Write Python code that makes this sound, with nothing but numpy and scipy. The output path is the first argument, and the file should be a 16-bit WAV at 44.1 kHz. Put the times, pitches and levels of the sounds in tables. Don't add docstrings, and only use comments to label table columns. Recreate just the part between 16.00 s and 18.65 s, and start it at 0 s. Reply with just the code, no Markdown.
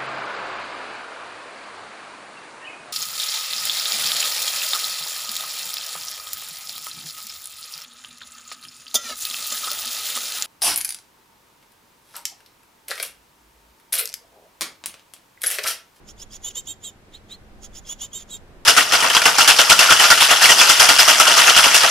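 import sys
import numpy as np
from scipy import signal
from scipy.fft import rfft, irfft
from scipy.io import wavfile
from scipy.ndimage import uniform_filter1d

SR = 44100
rng = np.random.default_rng(int(sys.argv[2]) if len(sys.argv) > 2 else 0)


def rack_gain(trim_db):
    fader = np.asarray(trim_db, float)
    return 10 ** (fader / 20)


def log_audio(samples):
    frames = np.atleast_2d(samples).T
    limited = np.clip(frames, -1, 1)
    pcm = np.round(limited * 32767).astype(np.int16)
    wavfile.write(sys.argv[1], SR, pcm)


N = 116865
FOLD_HZ = 7805


def read(points, hz):
    f, value = np.transpose(points)
    return np.interp(np.log(hz + 1), np.log(f + 1), value)


def evened(x):
    return x / np.sqrt(np.mean(abs(x) ** 2) + 1e-20)


def shaped(x, gain):
    size = x.shape[-1]
    return irfft(rfft(x) * gain(np.fft.rfftfreq(size, 1 / SR)), size)


def slow(size, hz):
    return evened(shaped(rng.standard_normal(size), lambda f: 1 / (1 + (f / hz) ** 4)))


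def sides(db):
    return rack_gain(np.array([[db], [-db]]))


def add(mix, s, sound):
    part = mix[:, round(s * SR):][:, :sound.shape[1]]
    part += sound[:, :part.shape[1]]


def pair(same, gain):
    one, other = rfft(rng.standard_normal((2, N)))
    f = np.fft.rfftfreq(N, 1 / SR)
    c = np.clip(same(f), 0, 1)
    right = c * one + np.sqrt(1 - c ** 2) * other
    return irfft(np.array([one, right]) * gain(f), N)


# (frequency [Hz], likeness [0 to 1])
SAME = [(60, 0.54), (180, 0.94), (550, 0.67), (1650, 0.053), (4970, 0.0088), (15000, 0.1)]


def likeness(f):
    return read(SAME, f)


# (frequency [Hz], level [dB per Hz])
HUM = [(35, -38), (60, -5), (211, -7.5), (237, -7.5), (368, -8), (1230, -16.5), (1590, -16.5),
       (3280, -24.5), (15600, -38.5)]
# (time [s], level [dB])
TRAFFIC = [
    (0, 1),
    (.6, -2.5),
    (1.3, -0.5),
    (1.6, 1.5),
    (2.1, -0.5),
    (2.4, 2.5),
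    (2.65, 2.5),
]


def traffic_hum():
    hum_db, hiss_edge_hz, traffic_top_hz = -52.5, 15000, 1500
    colour = lambda f: rack_gain(read(HUM, f)) * (f > 50) / np.sqrt(1 + (f / hiss_edge_hz) ** 20)
    hum = rack_gain(hum_db + 0.09 * slow(N, 18)) * evened(pair(likeness, colour))
    passing = rack_gain(np.interp(np.arange(N) / SR, *np.transpose(TRAFFIC))) - 1
    return hum + passing * shaped(hum, lambda f: 1 / (1 + (f / traffic_top_hz) ** 2))


# (frequency [Hz], width [Hz], level [dB])
DRONES = [(94.2, 43, -60.5), (209, 4.2, -61.5), (369.3, 11, -70.5), (783, 26, -71)]


def engine_drones():
    total = np.zeros((2, N))
    for hz, width, db in DRONES:
        band = evened(pair(likeness, lambda f: 1 / (1 + (2 * (f - hz) / width) ** 2)))
        total += rack_gain(db + 2 * slow(N, 2.8)) * band
    return total


# (time [s], level [dB])
WIND = [
    (0, -50.5),
    (.45, -49),
    (.75, -60),
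    (1.3, -55),
    (1.6, -45.5),
    (1.9, -47.5),
    (2.1, -53),
    (2.4, -49.5),
]


def wind_rumble():
    wind_hz, left_right_db, shared = 45.4, -2, 0.64
    rumble = evened(pair(lambda f: shared + 0 * f, lambda f: f / (f + 12) / (1 + (f / wind_hz) ** 3)))
    gust_db = np.interp(np.arange(N) / SR, *np.transpose(WIND))
    return rumble * rack_gain(gust_db) * sides(left_right_db / 2)


def garden():
    return traffic_hum() + engine_drones() + wind_rumble()


def echoes(x, t60, start):
    t = np.arange(SR // 3) / SR
    signs = rng.choice([-1., 1.], (2, len(t)))
    present = rng.random((2, len(t))) < .06
    taps = signs * present * rack_gain(-60 * t / t60) * (t > start)
    taps = taps / np.linalg.norm(taps, axis=1, keepdims=True)
    return signal.fftconvolve(x, taps, axes=1)[:, :N]


# (frequency [Hz], level [dB])
COPY_1 = [(8100, -26), (8700, -15), (9800, -14), (10600, -12), (11500, -17)]
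# (frequency [Hz], level [dB])
COPY_2 = [(12300, -22), (13800, -19), (14600, -19), (15400, -19)]


def treble(x):
    copy_hz, fold_db = 4060, -21
    band = signal.hilbert(shaped(x, lambda f: np.clip(np.minimum(f - copy_hz, FOLD_HZ - f) / 200, 0, 1)))
    turn = 2j * np.pi * np.arange(N) / SR
    first = shaped((band * np.exp(turn * copy_hz)).real, lambda f: rack_gain(read(COPY_1, f)))
    second = shaped((band * np.exp(turn * FOLD_HZ)).real, lambda f: rack_gain(read(COPY_2, f)))
    fold = shaped((band * np.exp(-turn * FOLD_HZ)).real, lambda f: f < 1500)
    return first + second + rack_gain(fold_db) * fold


# (time [s], level [dB], frequency [Hz])
TICKS = [
    (.181, -50, 3450),
    (0.309, -49, 3290),
    (0.429, -45, 7200),
    (0.66, -52.5, 6950),
    (1.126, -54, 3900),
    (1.732, -52.5, 3450),
    (1.853, -45, 3330),
    (2.119, -48, 3160),
    (.366, -45, 5100),
]


def throat_ticks(birds):
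    length_s = .004
    t = np.arange(0, 3 * length_s, 1 / SR)
    for s, db, hz in TICKS:
        swell = np.exp(-(t / length_s - 1) ** 2 * 2)
        blip = rack_gain(db) * swell * np.sin(2 * np.pi * hz * t)
        add(birds, s - length_s, np.ones((2, 1)) * blip)


# (frequency [Hz], level [dB])
THROAT = [(2500, -10), (3100, 2.5), (3800, -0.5), (5000, 9.5), (5900, -9.5), (6700, 8.5), (7600, 4.5),
          (8500, -14)]


def whistles(a, b, air, late, low_db, under_db, side_db, sum_db):
    flutter, flutter_hz, beads, third_db = .3, 250, .4, -12
    mixed_db = sum_db + late + third_db
    lines = [(a, low_db), (b, under_db + late), (2 * a, 0), (2 * b, side_db), (a + b, sum_db + late),
             (2 * a - b, mixed_db), (3 * b - a, mixed_db),
             (2 * b - a, under_db + late + third_db), (3 * a - b, mixed_db)]
    tones, power = 0, 0
    for hz, db in lines:
        gain = rack_gain(db + read(THROAT, hz))
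        shake = 1 + flutter * np.minimum(air + beads, 1) * slow(len(hz), flutter_hz)
        tones = tones + gain * shake * np.cos(2 * np.pi * (np.cumsum(hz) / SR + rng.random()))
        power = power + gain ** 2 / 2
    return tones / np.sqrt(power)


# (frequency [Hz], level [dB])
AIR = [(1500, -15), (2600, -12), (3350, -2.5), (4400, -11.5), (5050, -7), (5700, -9), (6850, 1.5),
       (7700, -12)]


def hoarse_air(a, b, low_db):
    shared, grain_db, rasp, size = .75, 1, .5, len(a)
    noise = rng.standard_normal((2, size)) * (1 - shared) + shared * rng.standard_normal(size)
    colour = lambda f: rack_gain(read(AIR, f) + 0.48 * low_db * (f < 4500)) * (f < FOLD_HZ)
    beat = 1 + rasp * np.cos(2 * np.pi * np.cumsum(a - b) / SR)
    return evened(evened(shaped(noise, colour)) * rack_gain(grain_db * slow(size, 89)) * beat)


# (frequency [Hz], level [dB])
TREBLE_HISS = [(7700, -9.5), (9500, -12), (11500, -20.5), (15500, -15)]


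def treble_hiss(size, low_db):
    noise = rng.standard_normal((2, size)) + 0.67 * rng.standard_normal(size)
    colour = lambda f: rack_gain(read(TREBLE_HISS, f) - 0.037 * max(low_db, 0) + .5) * (f > FOLD_HZ)
    return shaped(noise, colour)


def chirp(curve, low_db, under_db, side_db, sum_db, pan_db):
    glide_in_hz_per_s, glide_out_hz_per_s, wobble_hz = 9000, 14000, 18
    rise_db_per_s, fall_db_per_s, end_hoarse_db_per_s = 750, 1306, 2000
    lower_joins_s, lower_start_db = 0.045, -5
    s, up, down, level, hoarse = np.transpose(curve)
    t = np.arange(s[0] - .04, s[-1] + .03, 1 / SR)
    before, after = np.maximum(s[0] - t, 0), np.maximum(t - s[-1], 0)
    soft = lambda v: uniform_filter1d(np.interp(t, s, v), size=170, mode="nearest")
    glide = glide_in_hz_per_s * before + glide_out_hz_per_s * after
    a = soft(up) - glide + wobble_hz * slow(len(t), 108)
    b = soft(down) - glide + wobble_hz * slow(len(t), 108)
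    air = rack_gain(soft(hoarse) + end_hoarse_db_per_s * (before + after))
    late = lower_start_db * np.clip(1 - (t - s[0]) / lower_joins_s, 0, 1)
    tones = whistles(a, b, air, late, low_db, under_db, side_db, sum_db)
    voice = (tones + air * hoarse_air(a, b, low_db)) / np.sqrt(1 + air ** 2)
    loudness_db = np.interp(t, s, level) - rise_db_per_s * before - fall_db_per_s * after
    shape = rack_gain(uniform_filter1d(loudness_db, size=90))
    return t[0], shape * (treble_hiss(len(t), low_db) + voice * sides(pan_db / 2))


# (time [s], upper side [Hz], lower side [Hz], level [dB], hoarse air against the tones [dB])
WARMUP = [
    [(.08, 3050, 2520, -51, 10), (.088, 3075, 2596, -45, 5), (.1, 3184, 2820, -44, 1),
     (.112, 3400, 2830, -45.5, -5)],
    [(.192, 2960, 2443, -50, 3), (.2, 2950, 2480, -42, -4), (.214, 3144, 2660, -44.5, -1),
     (.228, 3375, 2914, -35, -12), (.234, 3420, 3010, -43.5, 2)],
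    [(.32, 2950, 2460, -48.5, 0), (.328, 3018, 2530, -42, -2), (.345, 3270, 2817, -41, 6),
     (.36, 3430, 2940, -39, -12), (.368, 3400, 2980, -45.5, 7)],
    [(1.628, 3113, 2587, -50.5, 10), (1.636, 3160, 2683, -47, 9), (1.648, 3230, 2780, -40.5, -3),
     (1.663, 3350, 2940, -46, 6)],
    [(1.748, 2986, 2470, -50, 6), (1.758, 3067, 2580, -43, 4), (1.773, 3257, 2790, -41.5, -7),
     (1.79, 3520, 3035, -44, 0)],
]
FIRST_RUN = [
    [(.436, 3307, 2937, -46.5, 5), (.447, 3383, 2950, -29.5, -20), (.465, 3534, 3030, -33.5, -6),
     (.487, 3676, 3087, -30, -12), (.495, 3626, 2980, -43, -3), (.512, 3160, 2830, -41.5, -4)],
    [(.548, 3220, 2810, -48.5, -1), (.556, 3430, 2880, -29.5, -16), (.563, 3620, 2926, -35, -3),
     (.57, 3640, 3030, -28.5, -11.5), (.582, 3704, 3116, -29, -10), (.598, 3727, 3120, -33.5, -19),
     (.606, 3810, 3190, -41.5, -3)],
    [(.666, 3333, 2910, -49, 5), (.674, 3373, 2947, -32.5, -14), (.681, 3655, 3085, -37, -16),
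     (.687, 3730, 3152, -33.5, -16), (.712, 3754, 3180, -31.5, -17), (.724, 3680, 3190, -37, -20),
     (.731, 3610, 3290, -43.5, -12)],
    [(.83, 3482, 3080, -50, -11), (.84, 3593, 3133, -37, -10), (.853, 3927, 3340, -35, -17),
     (.879, 3638, 3180, -35.5, -13), (.898, 3630, 3070, -42, -12)],
]
LONE = [
    [(1.138, 3575, 3065, -50, 1), (1.153, 3810, 3220, -39, -17), (1.16, 4050, 3260, -46.5, -5),
     (1.172, 4190, 3210, -51, -4)],
    [(1.302, 3540, 3130, -49.5, 2), (1.314, 3745, 3143, -41.5, -7), (1.324, 3910, 3214, -35.5, -13),
     (1.338, 4030, 3230, -42.5, -8), (1.352, 4240, 3250, -46, -13)],
]
SECOND_RUN = [
    [(1.866, 3060, 2520, -46, -3.5), (1.886, 3205, 2760, -42.5, 7), (1.897, 3283, 2880, -30, -19),
     (1.912, 3446, 2988, -34, -6), (1.93, 3520, 2990, -33.5, -6), (1.938, 3316, 2940, -43, -12)],
    [(2.004, 3144, 2770, -42.5, -1), (2.016, 3370, 2890, -28, -9.5), (2.023, 3540, 2970, -33.5, -11),
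     (2.032, 3536, 3020, -31, -4), (2.049, 3713, 3100, -34, -12), (2.058, 3554, 3120, -39.5, -4)],
    [(2.127, 3210, 2800, -54.5, 5), (2.134, 3332, 2880, -33, -24), (2.142, 3500, 2990, -39, -3),
     (2.153, 3690, 3100, -32, -14), (2.176, 3726, 3136, -33.5, -14), (2.187, 3670, 3200, -41.5, 0),
     (2.226, 3500, 3150, -42.5, -7)],
    [(2.3, 3650, 3420, -48, 2), (2.311, 3820, 3400, -37.5, -16), (2.32, 3916, 3350, -38.5, -11),
     (2.342, 3723, 3170, -32.5, -16), (2.358, 3685, 3200, -37, -15), (2.37, 3690, 3300, -45, -2)],
]
# (upper whistle [dB], lower whistle [dB],
# lower octave [dB], sum tone [dB], left against right [dB])
BEAKS = [(-4.5, -22, 6, -14, -4.5), (-4, -8, 8, -22, -4.5), (-4, -13, 11, -16, -5.5),
         (-7, -24, 4.5, -4, -6.5), (-6.5, -3, 6, 2, -6.5), (-0.5, -2, 0, -5.5, -3),
         (-3, -3.5, -5, -8.5, -3), (-1, -1.5, -8, -7.5, -5), (-0.5, -2, -10, -9, -4.5),
         (17, 6, -16, -8, -3), (18, 6.5, -2.5, -2, -3), (0, -5, 3.5, -29, -3.5), (-1, -0.5, -1, -4, -3),
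         (-1.5, -3, -4, -7.5, -4), (1, -3.5, -10, -8.5, -3.5)]
# (frequency [Hz], lead [radians])
PORT_LEAD = [(3500, 0.5), (7000, 0.94)]


def nestlings():
    box_t60_s, box_db = .03, -12
    yard_t60_s, yard_db = .16, -28.5
    birds = np.zeros((2, N))
    for curve, beak in zip(WARMUP + FIRST_RUN + LONE + SECOND_RUN, BEAKS):
        add(birds, *chirp(curve, *beak))
    throat_ticks(birds)
    birds[0] = shaped(birds[0], lambda f: np.exp(1j * read(PORT_LEAD, f)))
    box = rack_gain(box_db) * echoes(birds, box_t60_s, .001)
    yard = rack_gain(yard_db) * echoes(birds, yard_t60_s, 0.038)
    return birds + box + yard


def scene():
    birds = nestlings()
    return garden() + birds + treble(birds) * sides(0.8)


def band_limit(x):
    return signal.sosfilt(signal.butter(12, 15780, fs=SR, output="sos"), x)


def record(dry):
    top_hz = 15780
    mix = shaped(dry, lambda f: np.clip((top_hz - f) / 100, 0, 1))
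    return band_limit(mix)


dry = scene()
out = record(dry)
log_audio(out)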